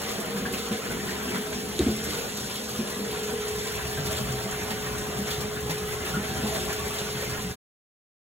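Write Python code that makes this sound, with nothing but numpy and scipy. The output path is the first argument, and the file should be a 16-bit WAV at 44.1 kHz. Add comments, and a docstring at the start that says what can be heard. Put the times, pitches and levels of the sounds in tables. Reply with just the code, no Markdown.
"""Bath tap filling a tub

In a small tiled room the jet sprays, spits, churns up bubbles and rumbles in the tub.
The flow keeps the pipe singing on two notes; levels drift as the listener moves about.
Soft low thumps come and go, one double knock sounds close by, and all stops abruptly near the end."""
import sys
import numpy as np
from scipy import signal
from scipy.fft import rfft, irfft, next_fast_len
from scipy.io import wavfile
from scipy.ndimage import uniform_filter1d

SR = 44100
rng = np.random.default_rng(int(sys.argv[2]) if len(sys.argv) > 2 else 0)


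def wrap_up_sound(samples):
    """Save the sound to the file named by the first command line argument, as 16-bit audio."""
    columns = np.atleast_2d(samples).T
    # keep every value between -1 and 1, then stretch to whole-number steps
    tamed = np.clip(columns, -1, 1)
    steps = np.round(tamed * 32767).astype(np.int16)
    wavfile.write(sys.argv[1], SR, steps)


N = 369116
TIME_S = np.arange(N) / SR

# Spectra of spray, splash, rumble and tub hollow. Each row: frequency in Hz, relative level in dB.
SPRAY_SPECTRUM = [(900, -32), (2000, -6.5), (3300, 2.5), (7000, -1), (12600, -5), (13600, -13.5),
                  (15700, -12.5)]
SPLASH_SPECTRUM = [(150, -13), (320, -2), (370, 9.5), (460, 8.5), (560, 0), (650, 1.5), (900, -1),
                   (1450, 0), (2200, -2.5), (3300, -7.5), (6000, -12.5)]
RUMBLE_SPECTRUM = [(20, -24), (45, -10.5), (60, -2), (75, 3), (92, -5), (112, -2.5), (131, 4), (152, -6),
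                   (172, -1.5), (195, -4), (300, -32)]
HOLLOW_SPECTRUM = [(100, -33.5), (145, -14.5), (165, -1.5), (180, -9.5), (204, 5.5), (226, -5), (246, 1.5),
                   (264, -9), (290, -4), (325, -14.5), (362, -4.5), (385, -5.5), (405, -15), (600, -44)]
# Left-right likeness. Each row: frequency in Hz, shared fraction of the power.
LIKENESS = [(25, .82), (60, .9), (200, .94), (440, .87), (600, .52), (1000, .46), (2600, .42), (3400, .68),
            (8000, .67), (12000, .62), (15000, .56)]
# Centres of treble bands where left and right are nearly alike.
ALIKE_HZ = [4960, 7050, 9000, 10950, 12880, 14850]
# Each row: frequency in Hz, lead of left over right in radians.
LEFT_LEAD = [(0, 0), (650, .4), (1200, -.2), (2000, -1.8), (2450, -1.7), (2900, -.8), (3600, -.9),
             (4500, -2.35), (16000, -20.7)]
# Tub and room resonances. Each row: centre in Hz, width in Hz, lift in dB.
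TUB_MODES = [(460, 38, 0), (558, 16, 7), (637, 22, 4.5), (1103, 24, 1.5), (1415, 60, 1), (1810, 26, 2),
             (2450, 50, 2), (3300, 160, 1), (6910, 140, 3)]
# Drift as the listener moves. Each row: time in seconds, spray gain in dB, splash gain in dB.
JET_LEVELS = [(0.0, -36, -34.5), (0.15, -35.5, -35), (0.32, -39.5, -36), (0.7, -38, -37.5),
              (1.3, -37.5, -35), (1.7, -36.5, -39.5), (2.15, -33.5, -36.5), (2.5, -35, -39.5),
              (3.0, -37.5, -37.0), (3.3, -36, -37), (4.15, -36.5, -35.5), (4.95, -37.5, -35.5),
              (5.55, -39.0, -37), (6.1, -37.5, -35), (6.6, -34.5, -35.3), (6.85, -36.5, -34.5),
              (7.25, -35.5, -35), (7.5, -38.5, -39.5)]
# Heavy slugs of water. Each row: start in seconds, spray lift in dB, splash lift in dB.
SLUGS = [(.085, 1.5, -1.5), (.22, -2, 1.5), (0.368, 3, 2.5), (0.529, -1, 2.5), (.6, -2, -2),
         (0.713, 5, 3.5), (.775, -1, 1), (.84, 1, 4.5), (0.903, 2, 3.5), (.995, 1, -1.5), (1.09, 1.5, 1),
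         (1.343, 2, 3), (1.523, 2.5, 3.5), (1.803, -3, 4.5), (2.128, 1, 2.5), (2.205, -1, 4), (3.035, 0, 0),
         (3.125, 0, 2.5), (3.775, -3, 2.5), (4.053, 4.5, 1), (4.105, 4.5, 2.5), (4.163, 4.5, -1),
         (4.275, 0, 0.5), (4.42, 0.5, -1.5), (4.698, 1.5, 4), (4.84, 0.5, -0.5), (5.27, 5.5, 4),
         (5.32, -2, 1.5), (5.403, 4, 1.5), (5.692, 6, 6), (5.92, 2.5, 2.5), (6.058, 4, 3), (6.468, 3, 1),
         (6.555, 0.5, 3), (6.675, -1.5, 1), (6.988, 1, 2.5), (7.218, -0.5, 2.5), (7.335, -1, 4)]
# Moving through standing waves. Each row: time in seconds, then rumble, hollow and pipe breath in dB.
LOW_LEVELS = [(0, -44.5, -41, -41), (.3, -43.5, -35.5, -41), (.8, -46, -39, -40), (1.05, -43, -35, -50),
              (1.4, -46.5, -37.5, -48.5), (2.1, -41, -39, -44), (2.55, -44, -40, -46.5),
              (3.0, -46, -39.5, -41), (3.33, -43, -43.5, -38), (3.68, -38.5, -45.5, -49.5),
              (4.1, -36.5, -42.5, -65), (5.2, -38.5, -41, -60.5), (5.8, -38.5, -43, -49),
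              (6.4, -37.5, -39, -62), (7.0, -39.5, -45, -57), (7.5, -38, -42.5, -55.5)]
# Pitch and rms tremble of the pipe's notes: low, high.
PIPE_HZ = [422.2, 759.8]
PIPE_TREMBLE_DB = [0.46, 2.5]
# Each row: time in seconds, low note in dB, high note in dB.
PIPE_LEVELS = [(0, -51, -50.5), (1.4, -39, -53), (2.6, -47, -54.5), (2.86, -45, -65), (3.02, -39, -58),
               (3.3, -34.5, -48), (3.5, -33, -58), (3.8, -40.5, -56), (3.95, -39, -45.5), (4.3, -38, -46.5),
               (5.2, -38.5, -47.5), (5.55, -36.5, -55), (5.88, -35.5, -56), (6.1, -41.5, -47.5),
               (6.801, -37, -45.5), (6.95, -39.5, -54), (7.25, -39.5, -63), (7.4, -42, -46)]
# The pipe's breathy ring. Each row: time in seconds, centre in Hz.
BREATH_PITCH = [(0, 465.5), (.9, 472), (2.1, 464), (2.65, 490), (3.0, 469), (3.4, 455), (3.7, 458)]
# Each row: start in seconds, level in dB, pitch in Hz, t60 in seconds.
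THUMPS = [(0.179, -27.5, 208, 0.17), (0.267, -31, 199, 0.17), (0.357, -31, 195, 0.28),
          (0.409, -27, 241, 0.15), (0.533, -30, 191, 0.18), (0.709, -21.5, 210, 0.15),
          (0.899, -33, 210, 0.15), (1.086, -30.5, 196, 0.2), (1.245, -30, 200, 0.22),
          (1.335, -28.5, 185, 0.18), (2.071, -34, 304, .3), (2.186, -35, 209, .18), (2.788, -21, 222, 0.12),
          (2.8, -34, 367, 0.27), (2.982, -30, 203, 0.33), (3.325, -28.5, 240, 0.1), (3.981, -26, 153, 0.15),
          (4.265, -35, 205, .16), (4.301, -29.5, 128.5, 0.49), (4.441, -32, 202.4, 0.17),
          (4.704, -31, 214, 0.17), (5.084, -33, 192, .16), (5.185, -31, 198, 0.38),
          (5.381, -32.5, 139.4, 0.34), (5.69, -27, 159, 0.18), (6.137, -27.5, 146, 0.2),
          (6.166, -24.5, 199.6, 0.28), (6.433, -22.5, 212.5, 0.18), (7.149, -32, 136, 0.17),
          (7.442, -30.5, 182, 0.25)]
# Each row: start in seconds, level in dB, t60 in seconds, brightest frequency in Hz.
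SPITS = [(.2, -34.5, 0.21, 8040), (.31, -44, .08, 3460), (.362, -37, .15, 1450), (.524, -31, .08, 9900),
         (.535, -29.5, .2, 2500), (.575, -35.5, 0.99, 3580), (0.899, -40, .16, 1450),
         (1.106, -34, .2, 2050), (1.223, -41, .1, 3580), (1.815, -37, .3, 3500), (2.873, -32, 0.089, 3110),
         (3.231, -35, 0.22, 6000), (3.48, -33, 0.15, 7000), (3.667, -33, 0.23, 3500),
         (4.32, -33, 0.11, 6950), (4.51, -32, 0.14, 7000), (4.705, -29, .1, 3400),
         (4.98, -33.5, 0.13, 7400), (5.305, -29, 0.39, 3630), (5.697, -33.5, .1, 3540),
         (6.05, -35, .2, 1350), (6.37, -37.5, .12, 7000), (6.727, -30.5, 0.12, 7000),
         (6.983, -30.5, .2, 3500)]
# Each row: start in seconds, dry level of each fragment in dB, pitch in Hz.
GURGLES = [(0.453, -29, 1668), (.668, -43, 1160), (.995, -34, 1800), (1.085, -33, 1820), (1.352, -38, 1350),
           (1.52, -39, 1600), (5.565, -38, 1500), (6.138, -34, 1350), (6.154, -29.5, 1377)]
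# Each row: start in seconds, blow level in dB, pitch in Hz, rise in seconds,
# then panel, click and thud gains in dB, thud pitch in Hz.
KNOCK_BLOWS = [(1.792, -16, 368, .0054, -15, -7.5, -25, 110),
               (1.8028, -14.5, 345, .0036, -25, -50, -28, 90), (1.8135, -20, 335, .005, -30, -50, -32, 70),
               (1.862, -14.5, 266, .008, -14.5, -50, -26.5, 85)]
# Low and high modes of the knocked panel. Each row: frequency in Hz, relative level in dB, t60 in seconds.
PANEL_MODES = [(69.3, -9.5, 0.27), (128, -6, .24), (177, -11, 0.244), (215, -1, 0.55), (275, -12.5, .25),
               (347.5, 2.5, .17), (421, -4, 0.31), (443, -7.5, .2), (550, -19, .2), (711, -12.5, 0.13)]
CLICK_MODES = [(3775, -1, 0.014), (4040, -2, 0.01), (5300, -11.5, 0.0062), (6900, 5.5, 0.0037),
               (7740, -4, 0.0057), (10400, -10.5, .008)]


def gain_of(db):
    """Decibels to amplitude."""
    return 10 ** (np.asarray(db) / 20)


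def unit_rms(x):
    """Scales to rms 1."""
    return x / np.sqrt(np.mean(x ** 2) + 1e-20)


def log_interp(table, hz):
    """Reads a table on a log-frequency axis."""
    table_hz, value = np.transpose(table)
    return np.interp(np.log(hz + 1), np.log(table_hz + 1), value)


def gain_curves(table):
    """One gain per sample for each dB column."""
    times_s, *columns = np.transpose(table)
    return [gain_of(np.interp(TIME_S, times_s, db)) for db in columns]


def add(mix, start_s, sound):
    """Mixes a sound in, in place."""
    part = mix[..., max(round(start_s * SR), 0):][..., :sound.shape[-1]]
    part += sound[..., :part.shape[-1]]


def tint(x, spectrum):
    """Filters by (Hz, dB) points and scales to rms 1."""
    size = next_fast_len(x.shape[-1])
    gain = gain_of(log_interp(spectrum, np.fft.rfftfreq(size, 1 / SR)))
    return unit_rms(irfft(rfft(x, size) * gain, size)[..., :x.shape[-1]])


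def stereo(direct, diffuse, band_width_hz=760, band_likeness=.97):
    """Direct sound reaches the right first at most frequencies; diffuse sound differs on each side."""
    size = next_fast_len(N)
    hz = np.fft.rfftfreq(size, 1 / SR)
    bands = sum(np.exp(-(2 * (hz - centre_hz) / band_width_hz) ** 4) for centre_hz in ALIKE_HZ)
    share = np.clip((1 - bands) * log_interp(LIKENESS, hz) + bands * band_likeness, 0, 1)
    turn = np.exp(.5j * np.interp(hz, *np.transpose(LEFT_LEAD)))
    common = np.sqrt(share) * rfft(direct, size) * np.array([turn, 1 / turn])
    return irfft(common + np.sqrt(1 - share) * rfft(diffuse, size), size)[:, :N]


def room(x, t60_s, wet_db):
    """Dense reflections from the tiles, different on each side."""
    t = np.arange(SR // 2) / SR
    taps = rng.standard_normal((2, len(t))) * (rng.random((2, len(t))) < .1)
    taps *= (t > .003) * gain_of(-60 * t / t60_s)
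    taps /= np.linalg.norm(taps, axis=1, keepdims=True)
    return gain_of(wet_db) * signal.fftconvolve(x[None], taps, axes=1)[:, :N]


def roving_room(x):
    """The reflections keep changing as the listener moves."""
    fades = (np.sqrt(2 / 3) * np.cos(np.pi * (TIME_S / 1.3 + k / 3)) for k in range(3))
    return sum(fade * room(x, t60_s=0.27, wet_db=3) for fade in fades)


def tub(x):
    """Lifts the narrow resonances of tub and room."""
    size = next_fast_len(N)
    hz = np.fft.rfftfreq(size, 1 / SR)
    lift_db = sum(db / (1 + (2 * (hz - mode_hz) / width_hz) ** 2) for mode_hz, width_hz, db in TUB_MODES)
    return irfft(rfft(x, size) * gain_of(lift_db), size)[:, :N]


def surges(per_s, fade_s, steady):
    """Water lands in random slugs: each raises the power at once, then fades."""
    landings = (rng.random(N) < per_s / SR) * np.minimum(rng.exponential(1, N), 3)
    power = signal.lfilter([1], [1, -np.exp(-1 / (fade_s * SR))], landings)
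    return unit_rms(np.sqrt(power / power.mean() + steady))


def slug_gains(attack_s=0.005, hold_s=0.02, fade_s=0.019):
    """Each heavy slug briefly shifts the spray and splash levels."""
    lift_db, t = np.zeros((2, N)), np.arange(SR // 4) / SR
    shape = np.minimum(t / attack_s, 1) * np.exp(-np.maximum(t - attack_s - hold_s, 0) / fade_s)
    for start_s, spray_db, splash_db in SLUGS:
        add(lift_db, start_s, np.outer([spray_db, splash_db], shape))
    return gain_of(lift_db)


def drops(per_s, spread_db):
    """Random impacts of uneven size."""
    hits = rng.random(N) < per_s / SR
    return hits * gain_of(spread_db * np.minimum(rng.exponential(1, N), 4)) * rng.choice([-1, 1], N)


def ping(hz, decay_cycles, rise):
    """A dying sine that rises in pitch, as a bubble does near the surface."""
    age = np.arange(int(4 * decay_cycles * SR / hz)) * hz / (decay_cycles * SR)
    return np.exp(-age) * np.sin(2 * np.pi * decay_cycles * (age + rise * age ** 2 / 2))


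def pings(count, low_hz, high_hz, decay_cycles, spread_db):
    """Many short pings, random in time, pitch and strength."""
    out = np.zeros(N)
    for when, pitch, strength in rng.random((count, 3)):
        hz = low_hz * (high_hz / low_hz) ** pitch
        gain = hz * gain_of(-spread_db * np.log(strength + 0.025))
        add(out, when * N / SR, gain * ping(hz, decay_cycles, rise=.025))
    return unit_rms(out)


def churn(x, depth_db):
    """Bubble clouds brighten passing patches of the spectrum."""
    frames = signal.stft(x, nperseg=512, noverlap=384)[2]
    patches = rng.standard_normal(frames.shape[1:])
    for _ in range(2):
        patches = uniform_filter1d(uniform_filter1d(patches, size=5, axis=0), size=9, axis=1)
    frames *= gain_of(depth_db * np.minimum(unit_rms(patches), 1.6))
    return unit_rms(signal.istft(frames, nperseg=512, noverlap=384)[1][:, :N])


def spray(gain):
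    """Droplets patter in a bright hiss, with a faint fizz of short high pings."""
    patter = unit_rms(drops(per_s=6000, spread_db=-0.5))
    fizz = gain_of(-10.5) * pings(count=5000, low_hz=2552, high_hz=14000, decay_cycles=60, spread_db=-1.5)
    hiss = tub(stereo(unit_rms(patter + fizz), rng.standard_normal((2, N))))
    return churn(tint(hiss, SPRAY_SPECTRUM), depth_db=1.94) * gain * gain_of(-1.67)


def spatter(gain, t60_s=0.13):
    """Stray drops slap the tub wall, each dying in a short fizz."""
    t = np.arange(SR // 8) / SR
    power = signal.fftconvolve(drops(per_s=22, spread_db=1.0) ** 2, gain_of(-60 * t / t60_s) ** 2)[:N]
    slaps = rng.standard_normal((3, N)) * np.sqrt(abs(power))
    spectrum = [(1500, -21), (3500, -1), (7000, -3.5), (12000, -1.5), (15700, -5.5)]
    return tint(stereo(slaps[0], slaps[1:]), spectrum) * gain * gain_of(-9.5)


def splash(gain):
    """Bubbles froth over the wash where the jet enters."""
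    bubbles = gain_of(-6) * pings(count=6000, low_hz=500.4, high_hz=3617, decay_cycles=10.5, spread_db=2.5)
    wash = rng.standard_normal((3, N))
    water = tub(stereo(bubbles + wash[0], roving_room(bubbles) + wash[1:]))
    return churn(tint(water, SPLASH_SPECTRUM), depth_db=1.36) * gain * gain_of([[0.3], [-0.3]])


def plunge(rumble_gain, hollow_gain):
    """The falling column shakes the tub in uneven heaves; its low resonances boom."""
    deep, hollow = rng.standard_normal((2, 3, N))
    heave = surges(per_s=24, fade_s=0.036, steady=1.45)
    rumble = tint(stereo(deep[0], deep[1:]), RUMBLE_SPECTRUM) * rumble_gain
    boom = tint(stereo(hollow[0], hollow[1:]), HOLLOW_SPECTRUM) * hollow_gain
    return heave * (rumble + boom)


def resonate(x, centre_hz, width_hz):
    """Unity-gain resonance with a moving centre."""
    turn = np.exp(2j * np.pi * np.cumsum(centre_hz) / SR)
    pole = np.exp(-np.pi * width_hz / SR)
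    return 2 * (turn * signal.lfilter([1 - pole], [1, -pole], x / turn)).real


def pipe(breath_gain):
    """The flow sings on two trembling notes, with a breathy ring drifting just above the lower."""
    notes = np.zeros((2, N))
    slow_spectrum = [(1, -5.5), (8, -2.5), (30, -24.0), (200, -89.5)]
    for hz, tremble_db, gain in zip(PIPE_HZ, PIPE_TREMBLE_DB, gain_curves(PIPE_LEVELS)):
        waver, tremble, drift = (tint(rng.standard_normal(N), slow_spectrum) for _ in range(3))
        phase = 2 * np.pi * hz * TIME_S + 0.08 * waver
        tone = np.sqrt(2) * np.sin([phase, phase + 0.35 * drift])
        notes += gain * unit_rms(gain_of(tremble_db * tremble)) * tone
    noise = rng.standard_normal((3, N))
    breath = stereo(noise[0], noise[1:])
    centre_hz = np.interp(TIME_S, *np.transpose(BREATH_PITCH))
    for _ in range(2):
        breath = resonate(breath, centre_hz, width_hz=34)
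    return notes + unit_rms(breath) * breath_gain


def thumps(attack_s=0.0043):
    """Dull hollow blows: a low note with a soft start and a puff of noise."""
    out, t = np.zeros(N), np.arange(SR // 2) / SR
    puff_spectrum = [(40, -18.0), (130, -8.0), (230, -5.5), (500, -11.5), (1200, -50.0)]
    for start_s, db, hz, t60_s in THUMPS:
        puff = tint(rng.standard_normal(len(t)), puff_spectrum)
        swell = (1 - np.exp(-t / attack_s)) * gain_of(-60 * t / t60_s)
        add(out, start_s, gain_of(db) * swell / swell.max() * (np.sin(2 * np.pi * hz * t) + 0.33 * puff))
    return out


def spits(attack_s=0.00091):
    """The jet spits: bright bursts that die in the room."""
    out, t = np.zeros((3, N)), np.arange(SR // 4) / SR
    for start_s, db, t60_s, hz in SPITS:
        spectrum = [(hz / 8, -14), (hz * 0.76, -6), (hz, 0), (hz * 1.4, -7), (hz * 4, -14)]
        burst = tint(rng.standard_normal((3, len(t))), spectrum)
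        add(out, start_s, burst * gain_of(db - 60 * t / t60_s) * (1 - np.exp(-t / attack_s)))
    return stereo(out[0], out[1:])


def gurgles(cluster_s=.014, pitch_spread=0.0685):
    """A big bubble breaks into a thinning cluster of five: a chirp that echoes round the tub."""
    out = np.zeros(N)
    delays_s = cluster_s * np.linspace(0, 1, 5) ** 2
    for start_s, db, hz in GURGLES:
        pitches_hz = hz * (1 + pitch_spread * (rng.random(5) - .5))
        for delay_s, pitch_hz in zip(delays_s, pitches_hz):
            add(out, start_s + delay_s, gain_of(db) * ping(pitch_hz, decay_cycles=6.9, rise=0.012))
    return out + room(out, t60_s=0.17, wet_db=0)


def ring(modes, t, attack_s):
    """Struck modes: dying sines, scaled to peak 1, then faded in."""
    sound = sum(gain_of(db - 60 * t / t60_s) * np.sin(2 * np.pi * hz * t) for hz, db, t60_s in modes)
    return sound / abs(sound).max() * (1 - np.exp(-t / attack_s))


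def bump(t, rise_s):
    """Smooth pulse peaking at 1 after rise_s."""
    return (t / rise_s) ** 2 * np.exp(2 - 2 * t / rise_s)


def knock(sag_hz_per_s=1200):
    """A knocked panel clicks, stutters, thuds, rings and rattles; a duller rebound follows."""
    body, click, t = np.zeros(N), np.zeros(N), np.arange(SR // 2) / SR
    rattle_spectrum = [(200, -10.0), (500, 6.0), (1000, -9), (3300, -9.5), (9000, -28.0)]
    for start_s, db, hz, rise_s, panel_db, click_db, thud_db, thud_hz in KNOCK_BLOWS:
        blow = bump(t, rise_s) * np.sin(2 * np.pi * (hz - sag_hz_per_s * t / 2) * t)
        rattle = tint(rng.standard_normal(len(t)), rattle_spectrum) * gain_of(-22.0 - 60 * t / 0.2)
        thud = bump(t, rise_s=0.011) * np.sin(2 * np.pi * thud_hz * t)
        add(body, start_s, gain_of(db) * (blow + rattle))
        add(body, start_s + .005, gain_of(thud_db) * thud)
        add(body, start_s + .012, gain_of(panel_db + 3.0) * ring(PANEL_MODES, t, attack_s=0.0061))
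        add(click, start_s - .0004, gain_of(click_db) * ring(CLICK_MODES, t, attack_s=.0001))
    return body + click + room(body, t60_s=0.26, wet_db=-19.5) + room(click, t60_s=0.17, wet_db=-4.5)


def scene():
    """The whole bathroom; one uneven flow drives spray, spatter and splash."""
    flow = surges(per_s=35, fade_s=0.028, steady=5.5)
    spray_gain, splash_gain = flow * slug_gains() * gain_curves(JET_LEVELS)
    rumble_gain, hollow_gain, breath_gain = gain_curves(LOW_LEVELS)
    water = spray(spray_gain) + spatter(spray_gain) + spits() + splash(splash_gain) + gurgles()
    return water + plunge(rumble_gain, hollow_gain) + pipe(breath_gain) + thumps() + knock()


def record(dry):
    """Abrupt stop, then a steep low-pass."""
    stop_s, fade_s, cutoff_hz = 7.535, 0.046, 15850
    gate = np.clip((stop_s - TIME_S) / fade_s + .5, 0, 1)
    lowpass = signal.firwin(511, cutoff_hz, window=("kaiser", 9), fs=SR)
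    return signal.oaconvolve(dry * gate, lowpass[None], "same")


dry = scene()
out = record(dry)
wrap_up_sound(out)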